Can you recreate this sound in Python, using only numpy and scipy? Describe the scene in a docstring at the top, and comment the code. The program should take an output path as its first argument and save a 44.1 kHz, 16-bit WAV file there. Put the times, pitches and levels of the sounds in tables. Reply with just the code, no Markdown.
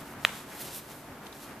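"""A faint brush of rubber and cloth over humming ventilation, then one sharp snap, close to the microphone.
In a quiet room, beside a table, someone in a thin protective gown pulls on a rubber glove.
The stretched cuff slaps the wrist, and the table top and the walls answer. The gloves then slide over
the sleeves while the gown rustles and creases. In stereo: the snap in the centre, the room around it."""
import sys
import numpy as np
from scipy import signal
from scipy.fft import rfft, irfft
from scipy.io import wavfile

SR = 44100
rng = np.random.default_rng(int(sys.argv[2]) if len(sys.argv) > 2 else 0)


def generate_wav(sig):
    """Save sig (samples, or channels by samples) to the path in sys.argv[1] as 16-bit PCM at SR."""
    pcm = np.round(np.clip(np.atleast_2d(sig).T, -1, 1) * 32767).astype(np.int16)
    wavfile.write(sys.argv[1], SR, pcm)


N = 70560
TIME = np.arange(N) / SR
BIN_HZ = np.arange(N // 2 + 1) * SR / N
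CUTOFF_HZ = 14350

# diffuse sound at the microphone, side against mid: f/Hz, level/dB
STEREO_WIDTH = [(60, -20), (200, -21.5), (400, -15), (700, -13), (1300, -8.5), (2400, -4.5), (4400, 0),
                (14000, 3)]
# spectrum of the ventilation's moving air: f/Hz, relative level/dB
AIR_SPECTRUM = [(25, -20), (55, -9), (85, -4.5), (140, -2.5), (260, 0), (450, -4), (850, -7), (1500, -9),
                (2500, -18), (4500, -24.5), (8000, -28), (14000, -24)]
# tones of the ventilation's hum: f/Hz, rms level/dB
HUM_TONES = [(59, -67), (144, -65), (216, -61.5), (288, -62), (360, -63.5), (656, -65.5), (894, -65)]

# soft rustle as the gown moves: t/s, level/dB
RUSTLE_LEVELS = [(0, -47.5), (.12, -49.5), (.2, -45.5), (.26, -49), (.36, -47), (.45, -53.5), (.53, -44.5),
                 (.61, -48.5), (.69, -45.5), (.78, -57), (.84, -58.5), (.9, -51), (1.02, -57), (1.11, -49),
                 (1.2, -52.5), (1.255, -47), (1.39, -57.5), (1.46, -50), (1.51, -46), (1.6, -54)]
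# spectrum of the rustling cloth: f/Hz, relative level/dB
RUSTLE_SPECTRUM = [(60, -13), (140, 3), (260, 1), (450, -1), (800, 0), (1400, -3), (2200, -7),
                   (4000, -21.5), (8000, -26.5), (14000, -26)]
# folds of the gown pushing air: t/s, level/dB, half length/s
FOLD_PUFFS = [(.025, -45, 0.018), (.18, -49, 0.03), (.32, -51, 0.04), (1.12, -49, 0.043),
              (1.515, -49.5, 0.024), (1.58, -52, 0.018)]
# spectrum of those low puffs: f/Hz, relative level/dB
PUFF_SPECTRUM = [(50, -17), (100, -0.5), (150, 0), (260, 1.5), (400, -11.5), (800, -12), (2000, -25),
                 (8000, -60)]
# creases that flip: t/s, level/dB, f/Hz, t60/s
CREASE_FLIPS = [(1.2675, -40.5, 3350, .022), (1.327, -42, 3900, 0.025)]

# hiss of rubber sliding over the sleeve: t/s, level/dB
SLIDE_LEVELS = [(0, -49), (.04, -59.5), (.065, -54), (.135, -58.5), (.16, -82), (.21, -57), (.25, -49),
                (.31, -52.5), (.37, -46.5), (.42, -51.5), (.455, -59.5), (.5, -51.5), (.58, -49),
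                (.61, -42), (.64, -44.5), (.68, -43.5), (.7, -47.5), (.75, -43), (.792, -45.5),
                (.81, -53.5), (.875, -56), (.91, -47.5), (.94, -54.5), (.98, -56.5), (1.08, -61.5),
                (1.2, -71), (1.26, -56), (1.31, -63), (1.35, -53), (1.39, -55), (1.44, -48.5), (1.49, -58),
                (1.6, -66)]
# spectrum of that hiss: f/Hz, relative level/dB
SLIDE_SPECTRUM = [(600, -6.5), (1500, -6.5), (2500, -1), (3800, 1), (5200, -1), (7500, -1), (10000, -1.5),
                  (13500, 0), (15000, -13)]
# swishes at the fastest moments of the strokes: t/s, level/dB, half length/s
STROKE_SWISHES = [(.12, -56, 0.021), (.565, -54, 0.028), (.618, -42.5, 0.027), (.765, -41.5, 0.03),
                  (.83, -60, 0.033), (.965, -55.5, 0.04)]
# spectrum of those high swishes: f/Hz, relative level/dB
SWISH_SPECTRUM = [(3000, -26), (6000, -25), (9000, -1.5), (12000, -0.5), (14000, 1.5)]

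# echoes off the table top and the walls: delay/s, level against the snap/dB, left minus right/dB
EARLY_ECHOES = [(.00158, -13.5, 0.5), (.0064, -37, 1), (0.0221, -32, -5), (0.025, -36, 1),
                (0.0267, -34, -4), (0.043, -32, 18)]
# spectrum of the room's tail: f/Hz, relative level/dB
ROOM_SPECTRUM = [(150, -12), (500, -13), (900, -0.5), (1400, 0.5), (2300, -5), (3400, -3.5), (4600, -16),
                 (8000, -13), (14000, -30)]
# brief ringing of cuff and wrist: f/Hz, level/dB, t60/s
CUFF_RESONANCES = [(660, -19.5, 0.011), (1310, -22.5, 0.0066), (1840, -17.5, 0.0082), (2600, -50, 0.007),
                   (2980, -50, .008), (3940, -30, 0.024)]

SNAP_S, SNAP_DB, SNAP_HZ = .2501, 3, 2430


def from_db(db):
    """Decibels to gain."""
    return 10 ** (np.asarray(db) / 20)


def unit_rms(x):
    """Scale to an rms of 1."""
    return x / np.sqrt(np.mean(x ** 2) + 1e-20)


def level(rows):
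    """Gain over time through points of t/s, level/dB."""
    return from_db(np.interp(TIME, *np.transpose(rows)))


def swells(rows):
    """Gain over time as a sum of bell-shaped swells."""
    return sum(from_db(db) * np.exp(-((TIME - t) / half) ** 2) for t, db, half in rows)


def decay(start, t60):
    """Envelope that opens at once and falls 60 dB in t60 seconds."""
    return (TIME >= start) * np.exp(-np.log(1000) * np.maximum(TIME - start, 0) / t60)


def pan(db):
    """Channel gains for a left-minus-right level difference."""
    return from_db(np.array([[.5], [-.5]]) * db)


def bin_gains(rows):
    """Gain at each FFT bin from points of f/Hz, level/dB, joined on a log-frequency axis."""
    hz, db = np.transpose(rows)
    return from_db(np.interp(np.log(BIN_HZ + 1), np.log(hz), db))


def filtered(x, hz, kind, order=2):
    """Butterworth filter."""
    return signal.sosfilt(signal.butter(order, hz, kind, fs=SR, output="sos"), x + 1e-18)


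def diffuse(pair, spectrum, width_db):
    """Two unrelated signals become mid and side of one sound, wider in the treble; rms 1."""
    mid, side = rfft(pair) * bin_gains(spectrum) * (BIN_HZ < CUTOFF_HZ + 500)
    side = side * bin_gains(STEREO_WIDTH) * from_db(width_db)
    return unit_rms(irfft([mid + side, mid - side], N))


def noise(spectrum, width_db=0):
    """Smooth stereo noise with this spectrum."""
    return diffuse(rng.standard_normal((2, N)), spectrum, width_db)


def slips(per_s, spread_db):
    """Two trains of tiny random clicks: fibres catching and letting go."""
    sizes = from_db(spread_db * np.minimum(rng.exponential(1, (2, N)), 4))
    slipping = rng.random((2, N)) < per_s / SR
    return slipping * sizes * rng.choice([-1, 1], (2, N))


def ventilation(air_db=-49, waver_db=2, waver_hz=8.3):
    """Room tone: steady moving air, and a hum whose tones each waver in level."""
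    hum = 0
    for hz, db in HUM_TONES:
        waver = unit_rms(filtered(rng.standard_normal(2 * N), waver_hz, "low")[N:])
        tone = np.sqrt(2) * np.sin(2 * np.pi * (hz * TIME + rng.random()))
        hum += from_db(db + waver_db * waver) * tone
    return from_db(air_db) * noise(AIR_SPECTRUM) + hum


def gown_rustle():
    """Loose cloth shifts with the arms: dull fibre slips, and puffs of air from the folds."""
    fibres = diffuse(slips(per_s=2800, spread_db=2), RUSTLE_SPECTRUM, width_db=-2)
    puffs = swells(FOLD_PUFFS) * noise(PUFF_SPECTRUM)
    return level(RUSTLE_LEVELS) * fibres + puffs


def gown_creases(edge_ratio=1.12):
    """Each crease flips with a short, narrow-band crackle."""
    white = noise([(100, 0), (14000, 0)])
    crackles = 0
    for t, db, hz, t60 in CREASE_FLIPS:
        band = filtered(white, [hz / edge_ratio, hz * edge_ratio], "band", order=1)
        crackles += from_db(db) * decay(t, t60) * unit_rms(band)
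    return crackles


def glove_slide():
    """Rubber drags over the sleeve: dense slips, and high swishes a little right of centre."""
    fibres = diffuse(slips(per_s=9000, spread_db=3), SLIDE_SPECTRUM, width_db=-10.5)
    swishes = swells(STROKE_SWISHES) * noise(SWISH_SPECTRUM, width_db=-7)
    return level(SLIDE_LEVELS) * fibres + pan(db=-2.5) * swishes


def slap(start, hz):
    """Pressure pulse of rubber stopped by the wrist: a crest between two troughs."""
    offset_squared = (np.pi * hz * (TIME - start)) ** 2
    pulse = (1 - 2 * offset_squared) * np.exp(-offset_squared)
    return filtered(pulse, hz=570, kind="high", order=1)


def room_answer(echo_hz=2000, tail_db=-38.5):
    """The snap comes back duller off the near table top and the farther walls, then as a diffuse tail."""
    echoes = sum(from_db(SNAP_DB + db) * pan(pan_db) * slap(SNAP_S + delay, echo_hz)
                 for delay, db, pan_db in EARLY_ECHOES)
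    envelope = decay(SNAP_S, t60=0.66) - decay(SNAP_S, t60=0.005)  # builds fast, fades slowly
    return echoes + from_db(tail_db) * envelope * noise(ROOM_SPECTRUM)


def cuff_snap(left_lag_s=.000011, thump_hz=170):
    """Close up, the cuff hits the wrist: a sharp-edged pulse, a bright crack, a thump of flesh, a ring."""
    age = TIME - SNAP_S
    arrival = SNAP_S + left_lag_s * np.array([[.5], [-.5]])
    pulse = from_db(SNAP_DB) * slap(arrival, SNAP_HZ)
    leading_edge = from_db(-23.5) * slap(arrival - 0.32 / SNAP_HZ, hz=6700)
    crack = from_db(-29.5) * decay(SNAP_S, t60=0.027) * rng.standard_normal((2, N))
    thump = -from_db(-37) * decay(SNAP_S, t60=0.015) * np.sin(2 * np.pi * thump_hz * age)
    ring = sum(from_db(db) * decay(SNAP_S, t60) * np.cos(2 * np.pi * hz * age)
               for hz, db, t60 in CUFF_RESONANCES)
    return pulse + leading_edge + crack + thump + filtered(ring, hz=7500, kind="low")


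def scene():
    """Everything that reaches the microphone, from the room tone to the snap."""
    return ventilation() + gown_rustle() + gown_creases() + glove_slide() + room_answer() + cuff_snap()


def record(dry, ceiling=.94):
    """The snap just overloads the recorder, and a steep filter cuts the highest treble."""
    clipped = np.clip(dry, -ceiling, ceiling)
    return irfft(rfft(clipped) / np.sqrt(1 + (BIN_HZ / CUTOFF_HZ) ** 500), N)


dry = scene()
out = record(dry)
generate_wav(out)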